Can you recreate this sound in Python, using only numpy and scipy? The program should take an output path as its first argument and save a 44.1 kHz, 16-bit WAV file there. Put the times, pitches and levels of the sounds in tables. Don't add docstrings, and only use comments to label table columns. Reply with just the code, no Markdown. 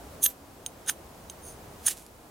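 import sys
import numpy as np
from scipy import signal
from scipy.fft import rfft, irfft
from scipy.io import wavfile

SR = 44100
rng = np.random.default_rng(int(sys.argv[2]) if len(sys.argv) > 2 else 0)


def persist_wave(psi):
    counts = np.round(np.clip(psi, -1, 1) * 32767).astype(np.int16)
    wavfile.write(sys.argv[1], SR, np.atleast_2d(counts).T)


N = 101429
T = np.arange(N) / SR
HZ = np.fft.rfftfreq(N, 1 / SR)

# frequency in Hz, relative gain in dB.
HUSH_COLOUR = [(15, -41), (25, -13), (45, -6), (80, -3), (105, -6.5), (160, -7), (280, -8), (540, -8.5),
               (720, -9), (1000, -13), (1400, -17.5), (2100, -22.5), (3700, -26), (7300, -27),
               (11000, -28.5), (15800, -30.5)]
# time in seconds, level in dB.
HUSH_LEVEL = [(0, -46.5), (.17, -46.5), (.38, -50.5), (.8, -49), (1.05, -48.5), (1.55, -47.5), (1.8, -47),
              (2.05, -51.5), (2.3, -50.5)]
# frequency in Hz, left-right likeness (0 to 1).
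HUSH_LIKENESS = [(60, 0.96), (180, 0.95), (550, 0.69), (1650, 0.15), (4970, 0.31), (15000, 0.88)]
# centre in seconds, Gaussian spread in seconds, level in dB.
BUMPS = [(0.04, 0.023, -57), (0.14, 0.038, -53), (1.057, .02, -60), (1.545, 0.011, -47.5),
         (1.82, 0.018, -50.5)]
# blade grips in seconds, blade slips off in seconds, rasp at the grip in dB,
# rasp at the end in dB, bite in dB, singing steel in dB, lower edge of the bite in Hz, rasp centre in Hz.
STROKES = [(0.232, 0.265, -24, -28, -30, -28.5, 1190, 11000),
           (0.876, .899, -44.5, -28, -26.5, -22, 590, 9600),
           (1.866, 1.886, -29, -31.5, -27.5, -27, 855, 8300)]
# frequency in Hz, relative gain in dB.
RASP_COLOUR = [(300, -32), (2200, -17), (3500, 2.5), (4700, -15), (6300, -9), (7300, -5), (9200, -4),
               (11000, 3.5), (11700, -12.5), (12800, 2), (14400, -20), (15500, -15)]
# frequency in Hz, relative gain in dB.
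BITE_COLOUR = [(300, -24), (600, -11), (820, -3), (1100, -14.5), (1400, 1), (1780, -1), (2150, -16),
               (2550, -11), (2900, -4.5), (3650, -1.5), (4400, -12.5), (5100, -8.5), (8000, -10.5),
               (15000, -37)]
# free pitch in Hz, free t60 in seconds, pitch under pressure in Hz,
# half-width under pressure in Hz, relative level when scraped in dB, relative level when grazed in dB.
STEEL_MODES = [(6380, 0.026, 6420, 190, -2.5, -9), (9510, 0.076, 9480, 100, 1, -4.5),
               (12350, 0.086, 11000, 95, -11.5, -18), (15320, 0.071, 15330, 150, -13, -20)]
# start in seconds, crack in dB, crack centre in Hz, knock of the rod in dB,
# then the ring of each of the four steel modes in dB.
KNOCKS = [ (0.2327, -33, 10000, -32, -36, -36, -60, -66), (.2385, -29, 10800, -68, -44, -17.5, -13.5, -26),
          (0.262, -18, 4200, -31, -20, -27, -17.5, -41), (0.6626, -25, 7300, -26.5, -24.5, -36, -51, -44),
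          (0.8632, -41, 8500, -60, -43, -45, -62, -70), (0.8957, -23.5, 1930, -24, -39, -55, -53, -58),
          (.8970, -25.5, 8500, -45, -20, -28, -32, -42), (1.2986, -38, 6500, -34, -32.5, -43, -54, -47),
          (1.8647, -17.5, 8450, -46, -32, -20.5, -34, -39), (1.884, -18, 8000, -36, -21, -24, -46, -36)]
# frequency in Hz, relative gain in dB.
CRACK_COLOUR = [(500, -13), (1600, 5), (2400, -15), (3200, 7), (3900, 0), (4400, -26), (5400, -3),
                (6300, -20), (7000, -3.5), (8400, 11), (10500, 0.5), (13000, -4.5), (15500, -11)]
# frequency in Hz, t60 in seconds, relative level in dB.
ROD_MODES = [(3170, 0.0081, 1.5), (3770, 0.011, -0.5), (4960, 0.0083, -3.5)]
# full from, in seconds, full until, in seconds, level in dB,
# rise time constant in seconds, fall time constant in seconds.
FIZZ_SWELLS = [(0.264, 0.307, -47, 0.0067, 0.015), (0.9, 0.911, -39.5, 0.0045, 0.0057),
               (1.881, 1.915, -33, 0.02, 0.014), (1.97, 2.0, -53.5, .01, 0.067)]
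# frequency in Hz, relative gain in dB.
FIZZ_COLOUR = [(400, -30), (1100, -15.5), (1900, -5), (3000, -2.5), (4500, -3.5), (8000, 1), (11500, 2.5),
               (13200, -6), (15500, -6)]
# start in seconds, level in dB.
POPS = [(1.9713, -38), (1.977, -40), (1.985, -41), (1.996, -45), (2.023, -46), (2.0645, -41)]
# frequency in Hz, left minus right in dB.
PAN = [(300, -14), (1300, 1.5), (2400, -3.5), (4400, -2), (8500, -4), (12500, -2.5), (15500, -0.5)]

BUMP_HZ, BUMP_OCTAVES = 63, 0.36
HUM_HZ, HUM_WIDTH_HZ, HUM_DB, HUM_END_S, HUM_FADE_S = 277.7, 3.8, -60.5, 0.52, 0.11
ATTACK_S, RELEASE_S = 0.0049, 0.0016
BITE_RISE_S, BITE_LEAD_S, BITE_FALL_S = 0.0092, 0.0024, 0.0031
CHIPS_PER_S, CHIP_SPREAD_DB = 12000, 2.5
CHATTER_HZ, CHATTER_DB = 160, 1.3
RASP_OCTAVES = 0.86
CRACK_S, CRACK_OCTAVES, RING_RISE_S = 0.0016, 0.47, 0.00017
FIZZ_PER_S, FIZZ_SPREAD_DB = 9000, 0
POP_S, POP_HZ, POP_OCTAVES = 0.0015, 6850, 1
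GRAZE_S, GRAZE_SPREAD_S = 1.483, 0.029
GRAZE_DB, GRAZE_NARROWING = -45.5, 0.54
GRAZE_RASP_DB, GRAZE_HZ, GRAZE_OCTAVES = -53.5, 7050, 0.61
GROUND_T60, GROUND_DB, BITE_GROUND_DB = 0.017, -25.5, -8
WOODS_T60, WOODS_DB = 0.12, -23
EDGE_HZ = 15950


def amp(db):
    return 10 ** (np.asarray(db) / 20)


def unit(x):
    return x / np.sqrt(np.mean(x ** 2) + 1e-20)


def read(points):
    hz, value = np.transpose(points)
    return np.interp(np.log(HZ + 1), np.log(hz + 1), value)


def shaped(x, gain):
    return unit(irfft(rfft(x) * gain, N))


def hump(hz, octaves):
    return 1 / (1 + (np.log2((HZ + 1) / hz) / octaves) ** 2 / 2)


def band(hz, octaves):
    return shaped(rng.standard_normal(N), hump(hz, octaves))


def grains(per_s, spread_db):
    size = amp(spread_db * np.minimum(rng.exponential(1, N), 4))
    sign = rng.choice([-1., 1.], N)
    present = rng.random(N) < per_s / SR
    return unit(size * sign * present)


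def swell(start, end, rise_s, fall_s):
    return np.exp(np.minimum(T - start, 0) / rise_s - np.maximum(T - end, 0) / fall_s)


def burst(start, decay_s):
    return (T >= start) * np.exp(-np.maximum(T - start, 0) / decay_s)


def sing(hz, width_hz):
    return shaped(grains(CHIPS_PER_S, CHIP_SPREAD_DB), 1 / (1 + ((HZ - hz) / width_hz) ** 2))


def ring(start, hz, t60, db):
    t = np.maximum(T - start, 0)
    decay = amp(db - 60 * t / t60)
    return decay * (1 - np.exp(-t / RING_RISE_S)) * np.sin(2 * np.pi * hz * t)


def echoes(x, t60, delay_s):
    t = T[:SR // 2]
    tail = rng.standard_normal((2, len(t))) * amp(-60 * t / t60) * (t > delay_s)
    tail /= np.linalg.norm(tail, axis=1, keepdims=True)
    return signal.fftconvolve(x[None], tail, axes=1)[:, :N]


def hush():
    alike = np.clip(read(HUSH_LIKENESS), 0, 1)
    mid_side_gain = np.sqrt([1 + alike, 1 - alike])
    mid, side = rfft(rng.standard_normal((2, N))) * mid_side_gain * amp(read(HUSH_COLOUR))
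    air = unit(irfft(np.array([mid + side, mid - side]), N))
    air = air * amp(np.interp(T, *np.transpose(HUSH_LEVEL)))
    bumps = sum(amp(db) * np.exp(-((T - s) / spread) ** 2 / 2) for s, spread, db in BUMPS)
    hum = amp(HUM_DB) * swell(0, HUM_END_S, HUM_FADE_S, HUM_FADE_S) * sing(HUM_HZ, HUM_WIDTH_HZ)
    return air + bumps * band(BUMP_HZ, BUMP_OCTAVES) + hum


def scrapes():
    rasp, bite = np.zeros((2, N))
    drag = shaped(rng.standard_normal(N), np.exp(-(HZ / CHATTER_HZ) ** 2))
    chatter = unit(amp(CHATTER_DB * drag))
    steel = unit(sum(amp(db) * sing(hz, width) for _, _, hz, width, db, _ in STEEL_MODES))
    for grip, slip, first_db, last_db, bite_db, sing_db, low_hz, rasp_hz in STROKES:
        slope = amp(np.interp(T, [grip, slip], [first_db - last_db, 0]))
        force = swell(grip, slip, ATTACK_S, RELEASE_S) * slope
        rasp_gain = amp(read(RASP_COLOUR)) * hump(rasp_hz, RASP_OCTAVES)
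        chips = shaped(grains(CHIPS_PER_S, CHIP_SPREAD_DB), rasp_gain)
        rasp += force * (amp(last_db) * chatter * chips + amp(sing_db) * steel)

        low_cut = HZ ** 4 / (HZ ** 4 + low_hz ** 4)
        gouge = shaped(grains(CHIPS_PER_S, CHIP_SPREAD_DB), amp(read(BITE_COLOUR)) * low_cut)
        deepest = slip - BITE_LEAD_S
        bite += amp(bite_db) * swell(deepest, deepest, BITE_RISE_S, BITE_FALL_S) * gouge
    return rasp, bite


def knocks():
    out = np.zeros(N)
    for start, crack_db, crack_hz, rod_db, *ring_db in KNOCKS:
        crack = shaped(band(crack_hz, CRACK_OCTAVES), amp(read(CRACK_COLOUR)))
        out += amp(crack_db) * burst(start, CRACK_S) * crack
        out += sum(ring(start, hz, t60, rod_db + db) for hz, t60, db in ROD_MODES)
        out += sum(ring(start, hz, t60, db) for (hz, t60, *_), db in zip(STEEL_MODES, ring_db))
    return out


def sparks():
    colour = amp(read(FIZZ_COLOUR))
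    fizz = shaped(grains(FIZZ_PER_S, FIZZ_SPREAD_DB), colour)
    fizz_level = sum(amp(db) * swell(start, end, rise, fall) for start, end, db, rise, fall in FIZZ_SWELLS)
    pop_level = sum(amp(db) * burst(start, POP_S) for start, db in POPS)
    return fizz_level * fizz + pop_level * shaped(band(POP_HZ, POP_OCTAVES), colour)


def graze():
    modes = [amp(db) * sing(hz, width * GRAZE_NARROWING) for hz, _, _, width, _, db in STEEL_MODES]
    steel = unit(sum(modes))
    pressure = np.exp(-((T - GRAZE_S) / GRAZE_SPREAD_S) ** 2 / 2)
    return pressure * (amp(GRAZE_DB) * steel + amp(GRAZE_RASP_DB) * band(GRAZE_HZ, GRAZE_OCTAVES))


def place(x, ground_db):
    ground = amp(ground_db) * echoes(x, GROUND_T60, delay_s=0.003)
    woods = amp(WOODS_DB) * echoes(x, WOODS_T60, delay_s=0.014)
    left_right_db = np.outer([.5, -.5], read(PAN))
    return irfft(rfft(x + ground + woods) * amp(left_right_db), N)


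def scene():
    rasp, bite = scrapes()
    bright = rasp + knocks() + graze() + sparks()
    return place(bright, GROUND_DB) + place(bite, BITE_GROUND_DB) + hush()


def record(dry):
    low_pass = signal.firwin(401, EDGE_HZ, window=("kaiser", 9), fs=SR)
    return signal.oaconvolve(dry, low_pass[None], "same")


dry = scene()
out = record(dry)
persist_wave(out)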